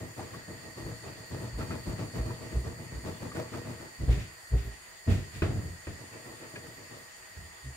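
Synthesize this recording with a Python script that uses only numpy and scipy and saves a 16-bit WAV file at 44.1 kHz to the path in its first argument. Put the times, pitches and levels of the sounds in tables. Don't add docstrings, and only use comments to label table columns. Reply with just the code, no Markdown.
import sys
import numpy as np
from scipy import signal
from scipy.io import wavfile
from scipy.ndimage import uniform_filter1d

SR = 44100
rng = np.random.default_rng(int(sys.argv[2]) if len(sys.argv) > 2 else 0)


def store_pcm(level_fs):
    pcm = np.round(np.clip(level_fs, -1, 1) * 32767).astype(np.int16)
    wavfile.write(sys.argv[1], SR, np.atleast_2d(pcm).T)


N = 342392

# (time [s], level [dB])
FLAME_LEVEL = [(0.0, -55.5), (1.58, -55), (5.03, -56), (5.36, -54.5), (5.62, -55), (7.76, -55.5)]
# (frequency [Hz], level per half octave [dB])
FLAME_COLOUR = [(35, -16), (70, -9.5), (130, -12.5), (300, -11.5), (600, -4.5), (1200, -0.5), (2000, 0.5),
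                (3600, -4), (5600, -6.5), (8500, 0.5), (11000, -6), (15000, -4.5)]
# (frequency [Hz], width before widening [Hz], relative level [dB])
JET_WHISTLES = [(1884, 110, -5), (4506, 187, -7), (4750, 460, -9.5), (6957, 480, -5.5), (8300, 530, -11.5),
                (9080, 310, -13), (13800, 260, -22)]
# (time [s], level [dB])
WHISTLE_SWING = [(0.0, -66.5), (0.62, -59.5), (2.05, -58), (2.53, -61.5), (7.65, -65), (7.76, -63)]
# (left delay [s], right delay [s], level [dB])
WALLS = [(.0023, .0026, -12.5), (.0061, 0.008, -9.5), (0.0109, 0.01, -11.5)]
# (frequency [Hz], width [Hz], rms level [dB])
HUM = [(99, 6.6, -73.5), (146, 48, -75.5), (342, 26, -77), (640, 51, -65.5), (865, 28, -75), (990, 26, -71),
       (1128, 7.2, -75), (1223, 8.3, -78.5), (1330, 53, -88), (1677, 18, -68.5), (1872, 21, -61),
       (2008, 42, -62), (2480, 26, -77), (2905, 45, -78), (3275, 26, -77.5), (4560, 61, -69.5),
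       (6740, 93, -79.5), (8500, 30, -81)]
# (onset [s], level before trim [dB], hold [s], extra bass [dB])
SURGES = [(0.009, -35, 0.033, 5.5), (0.177, -32, 0.046, -3), (0.33, -35, 0.03, -2), (0.486, -36, 0.036, 4),
          (0.629, -38.5, 0.04, 0), (0.772, -33.5, 0.038, -1), (0.859, -34, 0.045, 5),
          (1.041, -33.5, 0.039, -1.5), (1.169, -40, 0.043, 5), (1.317, -32, 0.04, 4.5),
          (1.41, -32.5, 0.038, 2.5), (1.589, -28, 0.032, 0), (1.704, -29, 0.037, 1),
          (1.868, -29.5, 0.038, 4.5), (1.988, -29.5, 0.035, 2.5), (2.15, -28.5, 0.03, -0.5),
          (2.257, -31.5, 0.044, 4), (2.409, -34.5, 0.047, 2.5), (2.519, -34, 0.045, 4),
          (2.65, -31.5, 0.032, 5), (2.789, -38, 0.04, 10), (2.919, -37.5, 0.044, 8),
          (3.052, -28.5, 0.031, -1), (3.219, -30.5, 0.032, -1), (3.357, -27, 0.035, -6),
          (3.529, -29.5, 0.04, -3.5), (3.659, -32, 0.048, -1), (3.799, -36, 0.037, -6),
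          (5.989, -40.5, 0.04, 3.5), (6.129, -38, 0.04, -5), (6.255, -37.5, 0.058, -5),
          (6.409, -38, 0.04, -5.5), (6.539, -37.5, 0.032, -1.5), (6.641, -39.5, 0.043, -2),
          (6.78, -42.5, 0.039, 2), (6.909, -39.5, 0.049, -1)]
# (frequency [Hz], level per half octave [dB])
SURGE_COLOUR = [(35, -22), (60, -18), (110, 0), (180, -9.5), (350, -7), (600, -12.5), (800, -13.5),
                (1300, -14), (2800, -21.5), (6000, -21), (14000, -27)]
# (frequency [Hz], width [Hz], added level [dB])
POT_HOLLOW = [(116, 15, -5), (175, 8.6, -5.5), (243, 15.5, -2), (334.4, 39, -3.5), (420, 2.9, -11),
              (477, 23.5, 2), (581, 29, -2.5), (638.4, 11.3, 8), (872, 17, 3), (970, 12, -1),
              (1140, 18, 2.5), (1244, 10, -24), (1400, 10, -27), (1640, 26, -10.5), (2450, 20, 6)]
# (onset [s], level [dB], frequency [Hz])
POPS = [(0.192, -33.5, 790), (0.338, -40, 1105), (1.606, -33.5, 1344), (1.707, -35, 1347),
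        (2.304, -39, 977), (3.315, -40.5, 1220), (3.361, -39, 1490), (3.389, -32.5, 610),
        (3.534, -38, 1240), (6.556, -35, 1680)]
# (peak time [s], boom level [dB], boom frequency [Hz], rise [s], rattle level [dB])
BUMPS = [(0.855, -40, 60.1, 0.025, -62), (1.556, -29.5, 56, 0.021, -51), (1.893, -34, 60.6, 0.025, -58),
         (2.208, -24.5, 56.8, .022, -55), (2.573, -21.5, 61, 0.023, -55), (2.968, -32.5, 62, 0.024, -55),
         (4.035, -30, 60, 0.028, -39), (4.1, -12, 58, 0.015, -33), (4.18, -30, 110.8, 0.016, -42.5),
         (4.547, -15, 58.5, .022, -37.5), (4.678, -34, 55, 0.03, -50), (5.086, -27.5, 236.5, 0.0094, -30.5),
         (5.117, -18, 93.7, 0.022, -34), (5.189, -45, 94, 0.023, -43), (5.372, -40.5, 92, .03, -48),
         (5.512, -38, 85.3, 0.017, -36.5), (5.573, -27.5, 99, .025, -39), (5.66, -38, 83.5, 0.053, -44.5),
         (5.74, -41, 84, 0.043, -60), (7.385, -43.5, 91.2, 0.02, -53), (7.437, -44, 75.4, .015, -57),
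         (7.668, -39.5, 127, 0.018, -60), (7.69, -37.5, 66.6, 0.04, -60)]
# (frequency [Hz], level against the boom [dB], time to fall 60 dB [s])
METAL = [(379, -33, 0.16), (399, -24.5, 0.39), (530, -34, 0.31), (740, -41, 0.5), (1830, -49, 0.36)]
# (frequency [Hz], level per half octave [dB])
KNOCK_COLOUR = [(35, -21), (60, -2), (110, -1.5), (180, -5.5), (260, -5), (350, -8), (550, -9), (800, -17),
                (1300, -12.5), (2800, -17.5), (6000, -30), (14000, -48)]
# (peak time [s], level [dB])
SPRAYS = [(2.0, -61), (4.125, -50.5), (4.21, -55.5), (4.59, -58.5), (5.118, -48.5), (5.36, -57)]
# (frequency [Hz], level per half octave [dB])
SPRAY_COLOUR = [(35, -60), (900, -10), (2300, 3.5), (4000, -2.5), (8000, -6.5), (15000, -13)]
# (onset [s], level [dB])
KNOCKS = [(5.421, -26.5), (5.87, -38.5)]
# (frequency [Hz], level against the knock [dB], time to fall 60 dB [s])
KNOCK_MODES = [(88.6, 1, 0.43), (338, 3, 0.093), (530, -6, 0.034), (1260, -8, .04), (1560, -0.5, 0.019),
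               (2510, -4, 0.037)]
# (frequency [Hz], correlation [-1 to 1])
LIKENESS = [(50, 0.74), (90, 0.94), (180, 0.9), (350, 0.54), (700, 0.37), (1400, 0.042), (4000, 0.31),
            (14000, 0.16)]
# (frequency [Hz], level difference [dB])
BALANCE = [(50, -10), (90, 1), (180, 3), (350, 1.5), (700, 0.5), (2800, -1.5), (5600, -1), (9500, 3.5),
           (14000, -2.5)]

BAND_EDGES = 30 * 2 ** np.arange(0, 9.6, .5)
BAND_CENTRES = np.sqrt(BAND_EDGES[1:] * BAND_EDGES[:-1])
TIME = np.arange(N) / SR
COARSE = TIME[::20]

KITCHEN_T60_S, KITCHEN_DB = 0.55, -14
BOIL_LAG_S, BURNER_LAG_S = .00014, .00036
CUTOFF_HZ = 15650
SURGE_RISE_S, SURGE_FALL_S, SURGE_LEAD_S, SURGE_DB = 0.018, 0.053, 0.0099, -10
SURGE_MID_DB, BASS_PER_DB, TREBLE_PER_BASS = -31, 0.55, -0.15
POP_T60_S, POP_RISE_S = 0.059, 0.0024
BOOM_FALL_S, RATTLE_FALL_S, RATTLE_LEAD_S = 0.031, 0.052, 0.0042
RATTLE_BASS_DB, RATTLE_TREBLE_DB = 4.5, -9
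SPRAY_RISE_S, SPRAY_FALL_S = 0.029, 0.067
KNOCK_RISE_S, KNOCK_FALL_S, KNOCK_BASS_DB, KNOCK_TREBLE_DB = 0.0017, 0.052, -2.5, -1


def from_db(db):
    return 10 ** (np.asarray(db) / 20)


def rms_one(x):
    return x / np.sqrt(np.mean(x ** 2) + 1e-20)


def at_hz(points, hz):
    curve_hz, values = np.transpose(points)
    return np.interp(np.log(hz), np.log(curve_hz), values)


def in_time(rows):
    return np.interp(TIME, *np.transpose(rows))


def drift(rate_hz):
    r = np.exp(-2 * np.pi * rate_hz * COARSE[1])
    noise = rng.standard_normal(2 * len(COARSE))
    smooth = signal.lfilter([1], [1, -2 * r, r * r], noise)
    return rms_one(smooth[-len(COARSE):])


def resonance(x, hz, width_hz):
    r = np.exp(-np.pi * width_hz / SR)
    top = np.array([1, 0, -1]) * (1 - r * r) / 2
    return signal.lfilter(top, [1, -2 * r * np.cos(2 * np.pi * hz / SR), r * r], x)


def swell(s, rise, fall, hold=0):
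    rising = (np.minimum(COARSE - s, 0) / rise) ** 2
    falling = np.maximum(COARSE - s - hold, 0) / fall
    return np.exp(-rising - falling)


def dying_sine(hz, t60, glide):
    t = TIME[:int(SR * t60)]
    return from_db(-60 * t / t60) * np.sin(2 * np.pi * hz * t * (1 + glide * t / t60))


def add(out, s, sound):
    start = int(np.clip(s * SR, 0, N - 1))
    out[start:start + len(sound)] += sound[:N - start]


def delayed(x, s):
    return np.concatenate([np.zeros(round(abs(s) * SR)), x])[:N]


def from_left(x, lag_s):
    return np.array([x[0], delayed(x[1], lag_s)])


def near_walls(x):
    echoes = [from_db(db) * np.array([delayed(x[0], left_s), delayed(x[1], right_s)])
              for left_s, right_s, db in WALLS]
    return x + sum(echoes)


def play_bands(gains, direct, even_s):
    out = np.zeros((2, N))
    diffuse = rng.standard_normal((2, N))
    for k, hz in enumerate(BAND_CENTRES):
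        band_filter = signal.butter(2, BAND_EDGES[k:k + 2], "band", fs=SR, output="sos")
        band = signal.sosfilt(band_filter, [direct[k % 2] + 1e-18, diffuse[k % 2]])
        power = np.abs(uniform_filter1d(band ** 2, int(SR * (even_s + 2 / hz))))
        mid, side = band / np.sqrt(power + 1e-12)
        alike = np.clip(at_hz(LIKENESS, hz), -1, 1)
        mid = mid * np.sqrt((1 + alike) / 2)
        side = side * np.sqrt((1 - alike) / 2)
        gain = np.interp(TIME, COARSE, gains[k])
        pan_db = at_hz(BALANCE, hz) / 2
        out[0] += gain * from_db(pan_db) * (mid + side)
        out[1] += gain * from_db(-pan_db) * (mid - side)
    return out


def burst_power(s, rise, hold, fall, colour, level_db, bass_db, treble_db):
    bass = at_hz([(130, 0.8), (350, 0)], BAND_CENTRES)
    treble = at_hz([(450, 0), (1400, 1)], BAND_CENTRES)
    gains = from_db(level_db + at_hz(colour, BAND_CENTRES) + bass * bass_db + treble * treble_db)
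    burst = swell(s, rise, fall, hold)
    tail = from_db(KITCHEN_DB) * swell(s, rise, KITCHEN_T60_S / np.log(1000), hold)
    return np.outer(gains ** 2, burst ** 2 + tail ** 2)


def burner(flicker_db, hiss_db, whistle_db):
    gains = [from_db(hiss_db + at_hz(FLAME_COLOUR, hz) + flicker_db * drift(rate_hz=8.4))
             for hz in BAND_CENTRES]
    out = play_bands(gains, rng.standard_normal((2, N)), even_s=.4)
    swing_db = in_time(WHISTLE_SWING)
    swing_db = swing_db - swing_db.mean()
    for k, (hz, width_hz, db) in enumerate(JET_WHISTLES):
        wide_hz = width_hz * 1.42
        whistle = rng.standard_normal((2, N))
        for _ in range(2):
            whistle = resonance(whistle, hz, wide_hz)
        change_db = swing_db if k == 1 else 0
        out += rms_one(whistle) * from_db(whistle_db + db + change_db)
    return out * from_db(in_time(FLAME_LEVEL))


def hum():
    return sum(from_db(db) * rms_one(resonance(rng.standard_normal((2, N)), hz, width_hz))
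               for hz, width_hz, db in HUM)


def grains(per_s, spread_db):
    size_db = spread_db * np.minimum(rng.exponential(1, (2, N)), 4)
    sizes = from_db(size_db) * rng.choice([-1, 1], (2, N))
    return rms_one(sizes * (rng.random((2, N)) < per_s / SR))


def boil():
    power = 0
    for s, db, hold, extra_bass_db in SURGES:
        peak_s = s - SURGE_LEAD_S + SURGE_RISE_S
        bass_db = extra_bass_db + BASS_PER_DB * (db - SURGE_MID_DB)
        power = power + burst_power(peak_s, SURGE_RISE_S, hold, SURGE_FALL_S, SURGE_COLOUR,
                                    db + SURGE_DB, bass_db, TREBLE_PER_BASS * extra_bass_db)
    collapses = grains(per_s=450, spread_db=3.5) + from_db(-10) * rng.standard_normal((2, N))
    sound = play_bands(np.sqrt(power), collapses, even_s=0.0323)
    sound = sound + plops(cycles=28, glide=0.089, count=6) + pops(splash_db=-6.5, splash_s=.016)
    hollow = sum(from_db(db) * resonance(sound, hz, width_hz) for hz, width_hz, db in POT_HOLLOW)
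    return sound + hollow


def plops(cycles, glide, count):
    out = np.zeros(N)
    all_draws = rng.random((len(SURGES), count, 2))
    for (s, db, hold, _), draws in zip(SURGES, all_draws):
        for k, (when, size) in enumerate(draws):
            hz = 260 * 5 ** ((k + size) / count)
            tone = dying_sine(hz, cycles / hz, glide)
            soft_start = 1 - np.exp(-TIME[:len(tone)] * hz / 2)
            gain = from_db(db + at_hz(SURGE_COLOUR, hz))
            add(out, s + when * (SURGE_RISE_S + hold), gain * tone * soft_start)
    return out


def pops(splash_db, splash_s):
    out = np.zeros(N)
    t = TIME[:SR // 8]
    for s, db, hz in POPS:
        splash = rng.standard_normal(len(t)) ** 3
        for _ in range(2):
            splash = resonance(splash, hz, hz * 1.1)
        sound = from_db(splash_db) * rms_one(splash) * np.exp(-t / splash_s)
        add(sound, 0, dying_sine(hz, POP_T60_S, glide=0))
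        cushion = 1 - np.exp(-t / POP_RISE_S)
        add(out, s, from_db(db) * sound * cushion)
    return out


def booms():
    out = np.zeros(N)
    for s, db, hz, rise, _ in BUMPS:
        phase = 2 * np.pi * hz * (TIME - s)
        octave = np.sin(2 * phase + rng.uniform(0, 2 * np.pi))
        swing = np.sin(phase) + from_db(-12.5) * octave
        out += from_db(db) * np.interp(TIME, COARSE, swell(s, rise, BOOM_FALL_S)) * swing
        for mode_hz, mode_db, t60 in METAL:
            tone = dying_sine(mode_hz, t60, glide=0)
            soft_start = 1 - np.exp(-TIME[:len(tone)] / (rise / 2))
            gain = from_db(db + mode_db + rng.normal(0, 2.3))
            add(out, s - rise, gain * tone * soft_start)
    return out * from_db([[-.4], [.4]])


def rattle(dip):
    power = 0
    for s, _, _, rise, db in BUMPS:
        power = power + burst_power(s - RATTLE_LEAD_S, rise, 0, RATTLE_FALL_S, KNOCK_COLOUR,
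                                    db, RATTLE_BASS_DB, RATTLE_TREBLE_DB)
    for s, db in SPRAYS:
        power = power + burst_power(s, SPRAY_RISE_S, 0, SPRAY_FALL_S, SPRAY_COLOUR, db, 0, 0)
    for s, db in KNOCKS:
        power = power + burst_power(s + KNOCK_RISE_S, KNOCK_RISE_S, 0, KNOCK_FALL_S, KNOCK_COLOUR,
                                    db, KNOCK_BASS_DB, KNOCK_TREBLE_DB)
    sound = play_bands(np.sqrt(power), rng.standard_normal((2, N)), even_s=0.024)
    sound = sound - dip * resonance(sound, hz=226, width_hz=50)
    low_ring = from_db(-12) * resonance(sound, hz=402, width_hz=16)
    high_ring = from_db(-8) * resonance(sound, hz=1910, width_hz=67)
    return sound + low_ring + high_ring


def clonks():
    out = np.zeros(N)
    for s, db in KNOCKS:
        for hz, mode_db, t60 in KNOCK_MODES:
            add(out, s, from_db(db + mode_db) * dying_sine(hz, t60, glide=0))
    return out


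def scene():
    flame = burner(flicker_db=1.83, hiss_db=-7.0, whistle_db=1)
    hiss = near_walls(from_left(flame, BURNER_LAG_S))
    pot = from_left(boil() + rattle(dip=0.38) + clonks(), BOIL_LAG_S) + booms()
    return hiss + hum() + pot


def record(dry):
    bass_cut = signal.butter(2, 30, "high", fs=SR, output="sos")
    top_cut = signal.ellip(10, .2, 80, CUTOFF_HZ, fs=SR, output="sos")
    return signal.sosfilt(top_cut, signal.sosfilt(bass_cut, dry))


dry = scene()
out = record(dry)
store_pcm(out)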